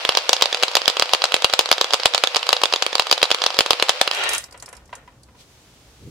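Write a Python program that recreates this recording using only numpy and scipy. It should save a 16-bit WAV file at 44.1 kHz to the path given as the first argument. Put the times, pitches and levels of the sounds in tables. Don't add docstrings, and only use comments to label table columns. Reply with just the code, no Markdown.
import sys
import numpy as np
from scipy import signal
from scipy.fft import rfft, irfft, next_fast_len
from scipy.io import wavfile

SR = 44100
rng = np.random.default_rng(int(sys.argv[2]) if len(sys.argv) > 2 else 0)


def decibels_to_gain(level_db):
    exponent = np.asarray(level_db, float) / 20
    return 10 ** exponent


def wav_out(sig):
    wavfile.write(sys.argv[1], SR, np.round(np.clip(np.atleast_2d(sig).T, -1, 1) * 32767).astype(np.int16))


N = 269010


def rms_one(x):
    return x / np.sqrt(np.mean(x ** 2) + 1e-20)


def white():
    return rng.standard_normal((2, N))


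def in_time(rows):
    s, *columns = np.transpose(rows)
    return [np.interp(np.arange(N) / SR, s, c) for c in columns]


def at_hz(points, hz):
    table_hz, value = np.transpose(points)
    return np.interp(np.log(hz), np.log(table_hz), value)


def band(x, low_hz, high_hz, order=2):
    edges = [low_hz, min(high_hz, SR / 2.2)]
    return signal.sosfilt(signal.butter(order, edges, "band", fs=SR, output="sos"), x)


# pitch_hz, likeness (0 to 1)
LIKENESS = [(60, 0.98), (300, .93), (700, 0.92), (1400, 0.27), (3000, 0.018), (15000, 0.096)]


def coloured(noise, spectrum):
    size = next_fast_len(N)
    hz = np.maximum(np.arange(size // 2 + 1) * SR / size, 1)
    alike = np.clip(at_hz(LIKENESS, hz), 0, 1)
    mid, side = rfft(noise, size)
    both = np.sqrt(1 + alike) * mid + np.sqrt(1 - alike) * side * [[1], [-1]]
    return rms_one(irfft(both * decibels_to_gain(at_hz(spectrum, hz)), size)[:, :N])


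def clicks(seconds, sizes):
    out = np.full((2, N), 1e-18)
    np.add.at(out, (slice(None), (np.asarray(seconds) * SR).astype(int)), sizes.T)
    return out


def panned(db, pan_db):
    return decibels_to_gain(db[:, None] + pan_db[:, None] * [.5, -.5])


def dying(pulses, t60):
    return signal.lfilter([1], [1, -decibels_to_gain(-60 / (t60 * SR))], pulses)


def strike(seconds, sizes, modes, vary_db, apart_db):
    out = 0
    chance = rng.standard_normal((len(seconds), len(modes), 3))
    for k, (hz, level_db, t60) in enumerate(modes):
        r, w = decibels_to_gain(-60 / (t60 * SR)), 2 * np.pi * hz / SR
        mode_db = level_db + vary_db * chance[:, k, :1] + apart_db * chance[:, k, 1:]
        strength = (-1) ** k * sizes * decibels_to_gain(mode_db)
        out = out + signal.lfilter([0, np.sin(w)], [1, -2 * r * np.cos(w), r * r], clicks(seconds, strength))
    return out


def crack(seconds, sizes, low_hz, high_hz, t60, alike):
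    shared, *own = rng.standard_normal((3, N))
    return band(dying(clicks(seconds, sizes), t60) * (alike * shared + np.array(own)), low_hz, high_hz)


# pitch_hz, level_db (per Hz)
HOUSE_HUM = [(22, -43), (45, -3.5), (66, 3.5), (80, -6), (125, -3.5), (160, -10), (300, -12.5)]


def house_hum():
    hum_db = -54 + np.interp(np.arange(N) / SR, [4.0, 4.31], [-19, 0])
    return decibels_to_gain(hum_db) * coloured(white(), HOUSE_HUM + [(700, -49)])


# pitch_hz, level_db (per Hz)
MICROPHONE_HISS = [(150, -36.5), (250, -13.5), (386, -3.5), (597, -5.5), (1760, -10.5), (3230, -9),
                   (4650, -10.5), (6250, -11), (16000, -25.5)]


def microphone_hiss():
    t = np.arange(N) / SR
    brighten_s, swell_s, dull_hz, treble_before_db = 5.36, .15, 1500, -7
    hiss = decibels_to_gain(-53.5) * coloured(white(), [(120, -29)] + MICROPHONE_HISS)
    treble = decibels_to_gain(treble_before_db * np.clip(1 - (t - brighten_s) / swell_s, 0, 1))
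    dull = signal.lfilter(*signal.butter(2, dull_hz, fs=SR), hiss)
    return treble * hiss + (1 - treble) * dull


def handling():
    t = np.arange(N) / SR
    sleeve_s, bump_s, bump_rise_s = 5.41, 5.992, 0.019
    swell = np.clip((t - bump_s) / bump_rise_s, 0, 1) * decibels_to_gain(-48 + 117.5 * (t - bump_s))
    bump = coloured(white(), [(40, -27), (80, 10.0), (130, 8), (250, -3.0), (500, -7.5), (800, -40.0)])
    brush = decibels_to_gain(-47.5 - 300 * abs(t - sleeve_s))
    sleeve = coloured(white(), [(1500, -11.0), (3500, -2), (6000, -5), (16000, -22.5)])
    return swell * bump + brush * sleeve


# pitch_hz, level_db
ROOM_TONE = [(300, -10), (1000, 1), (4000, -2), (8000, 2.5), (16000, -7)]


def room(x):
    t60_s, level_db, rise_s = 0.12, -11, 0.0026
    t = np.arange(SR // 2) / SR
    wash = coloured(white(), ROOM_TONE)[:, :len(t)]
    wash = wash * decibels_to_gain(-60 * t / t60_s) * np.clip(t / rise_s, 0, 1)
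    wash = wash / np.sqrt(np.sum(wash ** 2) / 2)
    return decibels_to_gain(level_db) * signal.fftconvolve(x.mean(axis=0)[None], wash)[:, :N]


def rolling(low_db, mid_db, high_db, spectrum, spread_db):
    uneven = decibels_to_gain(spread_db * np.minimum(rng.exponential(1, N), 5))
    grains = white() * uneven * (rng.random(N) < .2)
    bed = coloured(grains, spectrum)
    rumble = decibels_to_gain(low_db) * rms_one(band(bed, 300, 1700))
    rattle = decibels_to_gain(mid_db) * rms_one(band(bed, 1500, 5500))
    hiss = decibels_to_gain(high_db) * rms_one(band(bed, 5500, 16000))
    return rumble - rattle + hiss


# pitch_hz, level_db (per Hz)
TRACK = [(250, -7.5), (460, -4), (493, 12), (530, 2.5), (1200, -0.5), (1800, -5.5), (2700, -0.5),
         (4800, -6), (6700, -18.5), (11300, -30), (16000, -37.5)]
# start_s, level_db
CROWD = [
    (0, -33.5),
    (1.0, -35),
    (2.0, -35.5),
    (3.2, -36),
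    (4.08, -34),
    (4.16, -79),
]


def track():
    crowd_db, = in_time(CROWD + [(4.3, -120)])
    return rolling(crowd_db - 3, crowd_db, crowd_db - 7.5, TRACK, spread_db=1.5)


# start_s, level_db (peak)
NUDGES = [(4.434, -25), (4.484, -32), (4.523, -31.5), (4.543, -24), (4.624, -23.5), (4.679, -26.5),
          (4.728, -23.5), (4.775, -40), (4.892, -35), (4.928, -17), (4.981, -43), (5.076, -29.5),
          (5.285, -37), (5.348, -37.5)]


def creeping():
    s, db = np.transpose(NUDGES)
    fall = dying(clicks(s, panned(db, 0 * db))[0], t60=.4)
    return -27.5 + 20 * np.log10(fall + 1e-9)


# pitch_hz, width_hz, level_db
BOARD_RINGS = [(1430, 75, -7.5), (1830, 35, 4), (1966, 16, -4.5), (2393, 29, -7), (2793, 27, -11),
               (3250, 91, -8), (3870, 56, 3)]


def boards(x):
    out = x
    for hz, width, db in BOARD_RINGS:
        r = np.exp(-np.pi * width / SR)
        poles = [1, -2 * r * np.cos(2 * np.pi * hz / SR), r * r]
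        out = out + decibels_to_gain(7 + db) * signal.lfilter([1 - r, 0, r - 1], poles, x)
    return out


# pitch_hz, level_db (per Hz)
FLOOR = [(300, -8), (530, 0), (700, -2), (1500, -4.5), (1800, -7.5), (2800, 2), (4000, -8), (9000, -12.5),
         (16000, -20.5)]
# start_s, level_db, brightness_db
RUN_OUT = [
    (4.06, -58, -17),
    (4.12, -34, -15),
    (4.17, -29, -12),
    (4.26, -26, -36),
    (4.3, -29, -10),
    (4.35, -28, -6),
    (4.385, -38.5, -3),
    (4.41, -45.5, 1),
    (4.47, -65, 9),
]


def last_marble():
    run_db, bright_db = in_time(RUN_OUT + [(4.55, -120, 0)])
    creep_db = creeping()
    low_db = np.maximum(run_db - 2.5, creep_db)
    mid_db = np.maximum(run_db, creep_db - 15)
    high_db = np.maximum(run_db + bright_db, creep_db - 34)
    return boards(rolling(low_db, mid_db, high_db, FLOOR, spread_db=2.0))


# lag_ms, level_db
PEN = [(.9, -6), (1.6, -5), (2.3, -8), (3.0, -11), (5.8, -17)]


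def pen(s, db):
    ms, loss_db = np.transpose([(0.018, 0.0037)] + PEN)
    lags = ms / 1000 * (1 + .07 * rng.standard_normal((len(s), len(ms))))
    return (s[:, None] + lags).ravel(), (db[:, None] + loss_db).ravel()


# pitch_hz, level_db, t60_s
BLOCK = [(535, 8, 0.016), (986, 7.5, 0.053), (1540, -26, 0.057), (2044, 0.5, 0.044), (2500, -20, 0.038)]


def nudged_blocks():
    s, db = pen(*np.transpose(NUDGES))
    tap = strike(s, panned(db - 23, 0 * db), BLOCK, vary_db=2.5, apart_db=-0.5)
    return tap + crack(s, panned(db - 16.5, 0 * db), 544, 2400, t60=0.049, alike=1.16)


# start_s, level_db (peak), pitch_hz, pan_db (left over right)
TICKS = [(4.132, -60, 4720, 11.5), (4.1475, -19.5, 4540, -1.5), (4.1933, -44, 4930, -0.5),
         (4.2366, -15.5, 4730, -1), (4.291, -11, 9800, -3), (4.3336, -12.5, 10500, -3),
         (4.348, -15, 7640, -1.5), (4.3803, -14, 9200, 1), (4.4398, -24, 5500, -2), (4.51, -38, 4930, 0.0),
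         (4.525, -33, 5370, -3), (4.5752, -35.5, 9180, -2), (4.5993, -31, 5300, -3),
         (4.6242, -26, 7800, -1), (4.6596, -28, 5500, 0), (4.6887, -32, 10170, -2.0),
         (4.728, -33, 9800, -3), (4.7509, -39, 6050, -3.5), (4.767, -38, 5250, -14),
         (4.8562, -45, 6660, -1), (4.8771, -49, 5786, 2), (4.9016, -54, 6200, 2), (4.9285, -50, 4910, -6),
         (4.9355, -45, 4700, -2), (4.9525, -28.5, 7600, -3), (5.0752, -54, 6340, 1.5),
         (5.2214, -66.5, 8100, -1), (5.2328, -38.5, 4870, -2)]


def glass_ticks():
    s, db, hz, pan_db = np.transpose(TICKS)
    burst = crack(s, panned(db - 4.5, pan_db), 4300, 9600, t60=0.038, alike=0.84)
    out = band(burst, 2800, 15300)
    t = np.arange(900) / SR
    for at, gain, f in zip((s * SR).astype(int), panned(db + 3.5, pan_db), hz):
        ping = rng.standard_normal((2, 900)) * decibels_to_gain(-60 * t / 0.035)
        out[:, at:at + 900] += gain[:, None] * band(ping, f / 1.174, f * 1.024)
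    return out


# landing_s, knock_db, rebound_s, knock_db
EARLY_MARBLES = [(0.1721, 1.5, 0.2927, 3.5), (0.3309, 4, 0.457, -6.5), (0.4225, 4.5, 0.5457, -6),
                 (0.6338, 0, 0.7529, 2.5), (0.7681, -0.5, 0.8988, -10), (0.879, 4.5, 0.9964, -2.5),
                 (1.0227, -1.5, 1.1481, -7.5), (1.1346, 3, 1.254, -10), (1.2401, 0, 1.3647, -9),
                 (1.3419, 0, 1.4217, -11), (1.4444, 1, 1.5274, -14), (1.5365, 0, 1.658, -13),
                 (1.5916, 4.5, 1.7143, 5), (1.7264, -0.5, 1.8434, -8.5), (1.8122, 0.5, 1.9348, -0.5),
                 (1.9417, -2.5, 2.0667, -13)]
LATE_MARBLES = [(2.0568, 5, 2.1785, -8), (2.1468, 0, 2.2725, -8.5), (2.2374, 1.5, 2.3596, -5),
                (2.3663, -2.5, 2.4905, -2), (2.529, 2, 2.6559, -7), (2.6355, 2.5, 2.7604, -9),
                (2.7368, -3, 2.8642, -6.5), (2.8233, -2, 2.9534, -3), (2.9961, 1, 3.1129, 1),
                (3.1261, 0, 3.2403, -12.5), (3.2288, 3.5, 3.3458, -7.5), (3.3141, 0, 3.4387, -5),
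                (3.4631, -0.5, 3.5888, 4.5), (3.6069, -1, 3.7319, -8), (3.7068, 4, 3.8249, -0.5),
                (3.8934, 3.5, 4.0136, 5)]
# start_s, knock_db
HOPS = [(0.0505, -7.5), (0.1211, -17), (1.2187, -10.5), (1.32, -10), (1.4974, -13.5), (1.6087, -12),
        (1.6888, -12.5), (1.7809, -11.5), (1.9063, -13), (1.9257, -15), (2.1361, -9.5), (2.5199, -18.5),
        (2.5655, -9.5), (2.616, -11.5), (2.7249, -9.5), (2.9289, -11), (2.9809, -15), (3.021, -15),
        (3.304, -7), (3.4179, -8), (3.661, -9), (3.8846, -13)]
# start_s, knock_db, loss_db (a hop)
SKIPS = [(0.091, -1, 6.5), (0.3647, -12, 0.5), (0.527, -8.5, 7.5), (0.626, -7.5, 4.5), (0.8166, -13.5, 1.7),
         (0.9683, -9, 10.5), (1.0562, -18, 0.8), (1.9982, -13.5, 0), (2.346, -9, 11.5),
         (2.4286, -14.5, -1.5), (3.0684, -14, 3), (3.1778, -11.5, -0.5), (3.385, -20.5, 6.5),
         (3.5038, -14, 1), (3.7978, -10, 11.5), (4.076, -5.5, 4.5)]
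FLIGHTS_MS = [59.1, 45.9, 44.2, 54.7, 39.5, 43.9, 35.6, 34.7, 46.1, 38.4, 27.9, 38.3, 17.8, 39.4, 41.8,
              35.7]


def contacts():
    rows = [(s, db, 2) for s, db in HOPS]
    for land_s, land_db, rebound_s, rebound_db in list(EARLY_MARBLES) + list(LATE_MARBLES):
        rows += [(land_s, land_db, 0), (rebound_s, rebound_db, 1)]
    shrinks, extra_loss_db = .61, 0.5
    for (s, db, loss_db), ms in zip(SKIPS, FLIGHTS_MS):
        for k in range(4):
            flown_s = ms / 1000 * (1 - shrinks ** k) / (1 - shrinks)
            rows.append((s + flown_s, db - loss_db * k - extra_loss_db * k * (k - 1), 2))
    s, db, kind = np.transpose(rows)
    return s, db, kind.astype(int)


# pitch_hz, level_db, t60_s
THUD = [(519, -1.5, 0.01), (720, 3.5, 0.0054), (1085, 2.5, 0.0063), (1310, -1.5, 0.0077),
        (1725, -5, 0.0048)]
# pitch_hz, level_db, t60_s
KNOCK = [(2430, -6, 0.0019), (3037, 1.5, 0.0029), (3478, -1.5, 0.0041), (3945, -6.5, 0.006),
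         (4857, -6, 0.0057), (6880, -9.5, 0.00099)]
# lag_ms, level_db, pan_db (left over right)
LANDING_ECHOES = [(0.02, -1, -8), (.5, -9.5, 21), (1.6, -3, 1), (2.3, -8.5, 11.5), (4.5, -12.5, 15),
                  (10, -14, -5)]
REBOUND_ECHOES = [(0.02, -2.5, -1), (.5, -4.5, -23), (1.378, -2, 0.5), (2.2, -18.5, 6), (3.099, -47, 5),
                  (5.799, -15, 4)]
HOP_ECHOES = [(0.02, -3.5, 1.5), (0.502, -13.5, -8), (1.5, 3.5, -6), (2.3, -19, -4), (3.1, -13, 7),
              (5.8, -13.5, 5)]


def drops():
    s, knock_db, kind = contacts()
    # thud_db and tick_db against the knock, tick pan_db
    colours = np.array([(-5.5, -13.5, -4), (-6, -16.5, 8.5), (-4.5, -24, -2.5)])
    thud_db, tick_db, pan_db = colours[kind].T
    thud_chance, tick_chance, spot_chance = rng.standard_normal((3, len(s)))

    thud_gain = panned(knock_db + thud_db - 0.87 * thud_chance + 3.5, 0 * s)
    thud = strike(s - .0006, thud_gain, THUD, vary_db=0.93, apart_db=-0.55)

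    tick_gain = panned(knock_db + tick_db + 1.5 * tick_chance + 6.5, pan_db)
    tick = crack(s, tick_gain, 3900, 8000, t60=0.0097, alike=0.68)

    ms, loss_db, side_db = np.array([LANDING_ECHOES, REBOUND_ECHOES, HOP_ECHOES])[kind].T
    heard = s + ms / 1000 * (1 + .04 * spot_chance)
    knock_gain = panned((knock_db + loss_db + 0.5).ravel(), side_db.ravel())
    knock = strike(heard.ravel(), knock_gain, KNOCK, vary_db=1.81, apart_db=3.5)
    return thud - knock + tick


def scene():
    background = house_hum() + microphone_hiss() + handling()
    hits = drops() + glass_ticks() + nudged_blocks()
    held = np.tanh(hits / 1.25) * 1.34
    marbles = hits + room(held) + track() + last_marble()
    return signal.sosfilt(signal.butter(4, 340, "high", fs=SR, output="sos"), marbles) + background


def top_cut(x):
    return signal.sosfilt(signal.butter(12, 16460, fs=SR, output="sos"), x)


LOPSIDED = [
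    [0.028],
    [0.033],
]


def record(dry):
    hot = np.clip(dry + np.array(LOPSIDED) * np.minimum(dry ** 2, 4), -1, 1)
    smooth = signal.sosfiltfilt(signal.cheby2(8, 30, 16600, fs=SR, output="sos"), hot)
    return top_cut(np.clip(smooth, -1, 1))


dry = scene()
out = record(dry)
wav_out(out)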